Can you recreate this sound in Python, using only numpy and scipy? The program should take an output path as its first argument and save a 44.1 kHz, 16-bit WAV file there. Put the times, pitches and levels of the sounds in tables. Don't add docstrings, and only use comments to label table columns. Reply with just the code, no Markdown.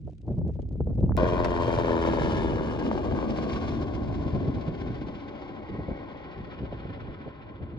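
import sys
import numpy as np
from scipy import signal
from scipy.fft import rfft, irfft
from scipy.io import wavfile
from scipy.ndimage import uniform_filter1d

SR = 44100
rng = np.random.default_rng(int(sys.argv[2]) if len(sys.argv) > 2 else 0)


def dump(signal):
    limited = np.clip(np.atleast_2d(signal).T, -1, 1)
    pcm = np.round(limited * 32767).astype(np.int16)
    wavfile.write(sys.argv[1], SR, pcm)


N = 343098
T = np.arange(N) / SR
ARRIVAL_S = 1.172
SPEED_M_S, CLOSEST_M, CLOSEST_S, SOUND_M_S = 81.22, 221.19, 1.8741, 343
BLADE_HZ, TAIL_RATIO = 17.348, 4.8242

# t/s, rotors/dB, hiss and whistles/dB
FADING = [(1.2, 3.5, -3.5), (1.5, 2.5, -4.5), (1.7, 1.5, -1.5), (1.92, 4.5, -2.5), (2.3, 1.5, 1.5),
          (2.6, -1, -5), (2.95, -1.5, -3), (3.22, 0, -5.5), (3.38, -1.5, 1.5), (3.62, -1, 4), (3.9, -2, -3),
          (5.3, -1.5, -0.5), (5.6, 1.5, -2.5), (6.45, 1.5, 2.5), (7.2, 2, 1), (7.78, -1, -5)]
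# t/s, depth/dB
SWISH = [(1.45, 5), (1.9, 2), (2.6, 2), (3.1, 4), (4.2, 4), (4.8, 6.5), (5.8, 4.5), (7.0, 4.5), (7.5, 6.5)]
def helicopter():
    metres, degrees, passages = flight()
    rotor_db, hiss_db = curves(FADING)
    swish_db = curves(SWISH)[0]

    def beam(db, aim_deg, half_power_deg):
        return undb(db) * bell(degrees, aim_deg, half_power_deg) * CLOSEST_M / metres

    rotors = beam(-27.7, 76, 26) * tail_buzz(passages)
    rotors += beam(-42, 100, 24) * tail_rasp(passages)
    roar, body = wake(passages, degrees, swish_db)
    rotors += beam(-33, 71.2, 37) * roar + beam(-26.5, 112.9, 13.6) * body
    thump = undb(-49) * blade_thump(passages, metres)
    hiss = beam(-46.5, 84.5, 38.9) * blade_hiss(passages, swish_db, metres)
    whistles, tones = engines(passages)
    airborne = undb(rotor_db) * rotors + undb(hiss_db) * (hiss + whistles)
    mix = sinking_colour(airborne, passages) + blade_cracks() + thump + tones
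    return at_ports(mix) * np.clip((T - ARRIVAL_S) / 0.0023, 0, 1)


def flight():
    mach = SPEED_M_S / SOUND_M_S
    track_m = SPEED_M_S * (T - CLOSEST_S) + mach * CLOSEST_M
    squeeze = 1 - mach ** 2
    metres = (np.sqrt(track_m ** 2 + squeeze * CLOSEST_M ** 2) - mach * track_m) / squeeze
    degrees = np.degrees(np.arctan2(CLOSEST_M, mach * metres - track_m))
    return metres, degrees, .092 + BLADE_HZ * (T - metres / SOUND_M_S)


# f/Hz, level/dB
BUZZ_EQ = [(50, -15), (87, -12), (160, -18.5), (235, 11), (340, 8), (440, 0.5), (530, 0), (630, 3),
           (780, -3.5), (1000, -6.5), (1350, -17.5), (1800, -21), (2300, -32), (4000, -31.5)]
def tail_buzz(passages):
    tail = passages * TAIL_RATIO
    pulses = blade_pulses(tail, scatter_db=1.1, jitter_ms=0.04)[None]
    period_ms = 1000 / (np.gradient(tail) * SR)
    pulses = unit(pulses + .4 * delay(pulses, period_ms / 4))
    puffs = unit(beat(tail, sharp=6) * noise(apart=0.25))
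    slaps = (pulses + undb(-10) * puffs) * undb(2.5 * beat(passages, sharp=1.1))
    return unit(smear(colour(slaps, BUZZ_EQ)))


# f/Hz, level/dB
RASP_EQ = [(250, -12), (520, 7.5), (800, -1), (1150, -8), (1400, -11), (1750, -12.5), (2600, -19.5)]
def tail_rasp(passages):
    bursts = beat(passages * TAIL_RATIO, sharp=11) * undb(2 * np.tanh(walk(80)))
    return unit(smear(colour(bursts * noise(apart=0.16), RASP_EQ)))


def smear(x):
    b, a = signal.iirpeak(560, Q=1.6, fs=SR)
    return x - 2 * signal.lfilter(b, a, x)


# f/Hz, level/dB
ROAR_EQ = [(120, -4.5), (220, 5), (380, 4.5), (480, 5), (600, 5), (800, 0.5), (900, 0.5), (1060, 3.5),
           (1290, -9.5), (1480, -6.5), (1750, -11), (2250, -21.5), (3200, -23.5)]
LOW_WAKE_EQ = [(60, -13), (115, -9.5), (160, -9.5), (215, 3), (320, -3.5), (450, -12), (650, -12),
               (1000, -34.5)]
def wake(passages, degrees, swish_db):
    throb = undb(0.4 * swish_db * beat(passages, sharp=1.6))
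    approach = np.clip((128 - degrees) / 36, 0, 1)
    tail_chop = undb(8 * approach * (beat(passages * TAIL_RATIO - .1, sharp=1.5) - .55))
    roar = unit(colour(noise(apart=0.35) * tail_chop, ROAR_EQ) * throb * undb(1.4 * walk(70)))
    body = unit(colour(noise(apart=.35), LOW_WAKE_EQ) * throb * undb(walk(25)))
    return roar, body


# f/Hz, level/dB
HISS_EQ = [(800, -20), (1300, 7.5), (1700, 6), (2250, 3.5), (2700, 3.5), (3200, 4.5), (3800, 0), (4400, 1),
           (5100, -1.5), (5900, -3.5), (6700, -12.5), (7200, -9), (8400, -18), (10500, -23.5), (12000, -41)]
def blade_hiss(passages, swish_db, metres):
    swish = beat(passages + .05, sharp=2.2)
    chop_db = 5.9 * (CLOSEST_M / metres) ** 2 * beat(passages * TAIL_RATIO, sharp=0.21)
    envelope = undb(swish_db * swish + chop_db + 1.7 * walk(90))
    hiss = unit(colour(noise(apart=.4) * envelope, HISS_EQ))
    return through_air(hiss, metres)


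# f/Hz, level/dB
THUMP_EQ = [(18, -14), (35, -8), (55, -4.5), (100, 3), (160, -3), (300, -19.5)]
def blade_thump(passages, metres):
    pulses = blade_pulses(passages, scatter_db=0, jitter_ms=0.19)
    return (CLOSEST_M / metres) ** 4.5 * unit(colour(pulses, THUMP_EQ))


# t/s, level/dB
BLADE_CRACKS = [(2.049, -22.5), (2.073, -19.5), (2.134, -18), (2.219, -17), (2.318, -30), (2.914, -16),
                (2.953, -25), (2.977, -21.5), (3.123, -24), (3.189, -20.5), (3.227, -21.5), (3.386, -21),
                (3.644, -26.5), (3.678, -31)]
# f/Hz, level/dB
CRACK_EQ = [(150, -26.5), (350, -12.5), (600, 7.5), (1150, -3), (1500, -9.5), (2300, -20), (4000, -34)]
def blade_cracks():
    clicks = np.zeros(N)
    for s, db in BLADE_CRACKS:
        clicks[int(s * SR)] = undb(db)
    cracks = colour(clicks, CRACK_EQ)
    return cracks * clicks.max() / np.abs(cracks).max()


# source f/Hz, width/Hz, level/dB, peak t/s, to half power/s
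WHISTLES = [(11050, 300, -82, 2.0, 1.1), (8400, 220, -86, 4.1, .7)]
ENGINE_TONES = [(1770, 90, -50.5, 2.3, 0.29), (2290, 46, -59, 6.1, 0.49), (2574, 140, -62, 5.7, 0.68),
                (2820, 83, -62, 9.3, 0.6), (3740, 210, -57, 2.27, 0.28), (7360, 200, -84, 2.1, .5)]
def engines(passages):
    def tone(hz, width_hz, db, peak_s, half_s):
        source_s = passages / BLADE_HZ + .003 * np.cumsum(walk(12)) / SR
        band = narrow_band(2 * np.pi * hz * source_s, width_hz)
        return unit(band * undb(3 * walk(17))) * undb(db) * bell(T, peak_s, half_s)

    return sum(tone(*row) for row in WHISTLES), sum(tone(*row) for row in ENGINE_TONES)


# source f/Hz, width/Hz, gain/dB, peak t/s, to half strength/s
SWEPT_BELLS = [(286, 110, -6.5, 1.1, 1.6), (757, 77, -5, 2, 1), (890, 130, 0.5, 1.2, 1.2),
               (1380, 280, 2.5, 2.2, 0.92), (1620, 100, 0, 2.5, 0.68), (1760, 180, 5, 2.3, 1.6),
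               (2050, 150, -1, 2.3, .8), (2560, 670, 2.5, 1.4, 1.3), (3120, 270, 7.5, 2.4, 0.76),
               (3400, 130, -1, 2.1, .5), (1240, 140, 5.5, 3.55, 0.35), (960, 56, 3, 6.2, 0.89)]
def sinking_colour(x, passages):
    hz, s, frames = signal.stft(x, SR, nperseg=1024, noverlap=768)
    doppler = np.interp(s, T, np.gradient(passages) * SR / BLADE_HZ)
    source_hz = hz[:, None] / doppler
    gain_db = sum(db * .5 ** ((2 * (source_hz - centre) / width) ** 2 + ((s - at) / half) ** 2)
                  for centre, width, db, at, half in SWEPT_BELLS)
    return signal.istft(frames * undb(gain_db), SR, nperseg=1024, noverlap=768)[1][:, :N]


def through_air(x, metres, tilt_db_per_m=0.0483):
    hz, s, frames = signal.stft(x, SR, nperseg=512)
    further_m = np.interp(s, T, metres - CLOSEST_M)
    loss_db = tilt_db_per_m * further_m * ((hz[:, None] / 4000) ** 2 - 1)
    return signal.istft(frames * undb(-loss_db), SR)[1][:, :N]


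# lag/ms, gain
GROUND_ECHOES = [(3.8, .14), (4.25, -.35)]
# t/s, left lag/ms, right lag/ms, left gain, right gain
BODY_ECHO = [(1.2, 2.06, 1.63, 0.67, 0.61), (1.7, 2.17, 1.66, 0.34, 0.45), (2.1, 2.33, 1.68, 0.51, 0.21),
             (2.6, 2.31, 1.67, 0.42, 0.18), (3.2, 2.58, 1.65, 0.31, 0.34), (3.8, 2.83, 1.8, 0.27, 0.19),
             (4.5, 2.98, 1.8, 0.55, 0.053), (5.4, 2.46, 2.08, 0.11, 0.34), (7.8, 3.15, 2.05, 0.22, 0.67)]
# f/Hz, leftward tilt/dB
PORT_TILT = [(60, -7), (200, 2), (380, -1.5), (700, 8), (1290, 1.5), (2380, 0), (4400, 1.5), (8120, 6),
             (22000, -20.5)]
def at_ports(heard):
    left_ms, right_ms, left_gain, right_gain = curves(BODY_ECHO)
    dull = signal.sosfiltfilt(signal.butter(1, 3600, fs=SR, output="sos"), heard)
    grazing = np.clip(T - 3.6, 0, 1)
    heard = heard + grazing * sum(gain * delay(dull, ms) for ms, gain in GROUND_ECHOES)
    left = heard[:1] + left_gain * delay(dull[:1], left_ms)
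    right = round_casing(heard[1:] + right_gain * delay(dull[1:], right_ms))
    return np.vstack([colour(left, PORT_TILT, share=0.47), colour(right, PORT_TILT, share=-0.76)])


# f/Hz, extra lag/rad
PORT_PHASE = [(0, 0), (450, -.35), (800, .5), (1000, -.6), (1300, 1), (1550, -.1), (1780, .5), (2000, -.7),
              (2200, -1.9), (2350, -2), (2550, -1), (3050, -.8), (3500, .4), (4500, .5), (6000, .8),
              (6900, -1.4), (9000, 0)]
def round_casing(x):
    hz = np.arange(N // 2 + 1) * SR / N
    twist = np.interp(hz, *np.transpose(PORT_PHASE))
    return irfft(rfft(delay(x, ms=0.22)) * np.exp(-1j * twist), N)


# t/s, level/dB
GUSTS = [(0, -43), (.22, -43), (.32, -27), (.55, -33.5), (.68, -35.5), (.95, -33), (1.17, -24.5),
         (1.45, -29), (2.1, -36), (2.5, -29.5), (2.9, -40.5), (3.3, -37.5), (3.85, -32.5), (4.4, -37),
         (4.95, -37), (5.35, -53.5), (5.6, -53.5), (5.8, -39.5), (6.15, -48), (6.52, -45.5), (6.75, -41),
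         (7.42, -49), (7.78, -43)]
# f/Hz, level/dB
RUMBLE_EQ = [(18, -27), (30, -11), (45, -9.5), (62, 1), (95, -2), (140, -7), (220, -14.5), (400, -29)]
FLUTTER_EQ = [(50, -13.5), (130, 1), (220, -2), (330, -4), (500, -14), (750, -23.5), (1000, -38),
              (1400, -52), (2000, -62.5), (4000, -70)]
EDDY_EQ = [(80, -1.5), (200, 1), (400, -0.5), (600, -4), (800, -14.5), (1100, -33), (1450, -38),
           (2000, -53), (3500, -74)]
def wind():
    slaps, thuds, kicks = eddy_pushes()
    gust = np.hypot(undb(curves(GUSTS)[0] + 1.83 * walk(9.3)), thuds)
    rumble = unit(colour(noise(apart=0.36), RUMBLE_EQ))
    slow_power = uniform_filter1d(np.mean(rumble ** 2, axis=0), size=4000)
    rumble /= np.sqrt(slow_power)
    turned = np.clip(.5 + (T - 4.26) / 0.2, 0, 1)
    spurts = .1 + np.clip(walk(80) - .2, 0, 1.6)
    sputter = (spurts + turned * (.38 - .55 * spurts)) * undb(1.6 * np.tanh(walk(22)))
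    flutter = undb(-7.5 + 8 * turned) * unit(colour(noise(apart=0.23) * sputter, FLUTTER_EQ))
    air = noise(apart=0.49)
    buffets = colour(slaps * air, EDDY_EQ) / np.std(colour(air, EDDY_EQ))
    port_song = undb(-68) * narrow_band(2 * np.pi * 9600 * T, width_hz=350)
    return gust * (rumble + flutter + port_song) + undb(-7) * buffets + undb(-6) * kicks


# t/s, relative level/dB, rise/s
BUFFETS = [(.04, -37, 0.02), (.074, -27, 0.0031), (0.093, -37, 0.0021), (.279, -27, 0.0017),
           (.287, -28.5, .002), (.3, -32, 0.01), (.317, -30, 0.0023), (.34, -31, 0.0026),
           (0.377, -27, 0.032), (.413, -22, 0.0024), (0.447, -29, 0.0024), (.461, -29.5, 0.0024),
           (.496, -30, 0.0032), (.552, -32, 0.0044), (0.589, -21.5, 0.003), (.627, -32, 0.0027),
           (.708, -31.5, .003), (.754, -27, 0.0029), (.775, -26.5, 0.029), (0.804, -15, 0.0021),
           (.87, -23, 0.0024), (.927, -27.5, 0.0031), (.978, -28.5, 0.003), (1.003, -27, 0.027),
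           (1.007, -21.5, 0.0024), (1.027, -23.5, .0024), (1.061, -24, 0.0022), (1.093, -14, 0.0017),
           (1.106, -14, 0.00237), (1.12, -22, 0.001), (1.149, -24, 0.0033), (1.229, -8, 0.0019),
           (2.19, -28, 0.027), (2.34, -34, 0.027), (3.061, -29, 0.028), (3.53, -31, 0.0088),
           (3.659, -33, 0.031), (4.258, -22, 0.0074), (4.321, -28, 0.026), (4.351, -25, 0.0035),
           (4.472, -22, 0.0072), (4.558, -23.5, 0.0076), (4.672, -24.5, 0.0079), (5.69, -37, 0.016),
           (5.748, -24, 0.0026), (5.792, -31, 0.003), (5.882, -19, 0.0046), (5.909, -20.5, 0.0049),
           (5.999, -43, 0.0041), (6.096, -40, 0.0039), (6.359, -38.5, 0.023), (6.43, -32, 0.0046),
           (6.468, -35, 0.0045), (6.6, -34, 0.017), (6.626, -25.5, .004), (6.645, -27, 0.0033),
           (6.724, -21.5, 0.0018), (6.766, -34, 0.0065), (6.85, -25.5, 0.0039), (6.87, -42, 0.023),
           (7.081, -32, 0.0069), (7.26, -25.5, 0.0037), (7.275, -26, 0.0029), (7.6, -36.5, .02)]
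def eddy_pushes(slap_rise_s=0.0071, kick_cycles=0.7):
    slaps, thuds, kicks = np.zeros((3, N))
    for s, db, rise_s in BUFFETS:
        span = slice(int(s * SR), int(s * SR) + SR // 2)
        age = np.maximum(T[span] - s, 0) / rise_s
        push = undb(db) * age * np.exp(1 - age)
        small = 1 / (1 + (rise_s / slap_rise_s) ** 4)
        slaps[span] += small * push
        thuds[span] += (1 - small) * push
        swing = 2 * np.pi * kick_cycles * (age - 1)
        kicks[span] += small * push * swing * np.exp(.5 - .5 * swing ** 2)
    return slaps, thuds, kicks


# f/Hz, level/dB
AIR_EQ = [(300, -17), (1000, -6.5), (2500, 1), (7000, -8.5), (9000, -14), (11000, -30.5)]
def heath():
    chance, size = rng.random((2, N))
    twigs = (chance < 45 / SR) * undb(-4.5 * np.log(size + .04))
    snap_decay = np.exp(-np.arange(400) / SR / 0.0018)
    crackle = unit(signal.oaconvolve(twigs, snap_decay)[:N])
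    rustle = unit(colour(noise(apart=0.66) * (0.5 + crackle), AIR_EQ))
    return rustle * undb(np.where(T < ARRIVAL_S, -77, -95))


# t/s, relative level/dB, decay/s, dullness (share of the EQ)
TICKS = [(1.168, -33, 0.00058, 0.28), (1.445, -29.5, 0.0086, 0.99)]
# f/Hz, level/dB
TICK_EQ = [(300, -18), (1000, 8.5), (3500, -7.5), (5500, -14.5), (8000, -26), (12000, -41), (16000, -54)]
def dry_ticks():
    snap = noise(apart=0.49)
    ticks = np.zeros((2, N))
    for s, db, decay_s, dullness in TICKS:
        envelope = undb(db) * (T >= s) * np.exp(-np.maximum(T - s, 0) / decay_s)
        ticks += colour(envelope * snap, TICK_EQ, share=dullness)
    return ticks


def blade_pulses(passages, scatter_db, jitter_ms):
    at = np.flatnonzero(np.diff(np.floor(passages)))
    timing, size = rng.standard_normal((1000, 2))[:len(at)].T
    at += (timing * jitter_ms * SR / 1000).astype(int)
    clicks = np.zeros(N)
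    clicks[np.clip(at, 0, N - 1)] = undb(scatter_db * size)
    return unit(clicks)


def beat(passages, sharp):
    return np.exp(sharp * (np.cos(2 * np.pi * passages) - 1))


def bell(x, centre, half):
    return .5 ** (.5 * ((x - centre) / half) ** 2)


def narrow_band(phase, width_hz):
    return unit(walk(2 * width_hz) * np.cos(phase) + walk(2 * width_hz) * np.sin(phase))


def colour(x, eq, share=1, size=8192):
    hz = np.arange(size // 2 + 1) * SR / size
    f, db = np.transpose(eq)
    curve_db = np.interp(np.log(hz + 1), np.log(f), db) - 30 * np.log2(np.maximum(hz / f[-1], 1))
    cepstrum = irfft(np.log(undb(share * curve_db)))
    cepstrum[1:size // 2] *= 2
    cepstrum[size // 2 + 1:] = 0
    response = irfft(np.exp(rfft(cepstrum))) * np.hanning(2 * size)[size:]
    return signal.oaconvolve(np.atleast_2d(x), response[None], axes=1)[:, :N]


def noise(apart):
    mid, side = rng.standard_normal((2, N))
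    return unit(mid + apart * side * np.array([[1], [-1]]))


def walk(rate_hz):
    hold = int(SR / rate_hz)
    steps = np.repeat(rng.standard_normal(N)[:N // hold + 1], hold)
    return unit(uniform_filter1d(uniform_filter1d(steps, hold), hold)[:N])


def delay(x, ms):
    return np.array([np.interp(T - ms / 1000, T, channel) for channel in x])


def curves(table):
    s, *columns = np.transpose(table)
    return [np.interp(T, s, column) for column in columns]


def undb(db):
    return 10 ** (np.asarray(db) / 20)


def unit(x):
    return x / np.sqrt(np.mean(x ** 2))


def scene():
    return helicopter() + wind() + heath() + undb(9.5) * dry_ticks()


def record(dry):
    dry = signal.sosfilt(signal.butter(4, 33, "high", fs=SR, output="sos"), dry)
    return signal.sosfilt(signal.ellip(8, .2, 70, 16600, fs=SR, output="sos"), dry)


dry = scene()
out = record(dry)
dump(out)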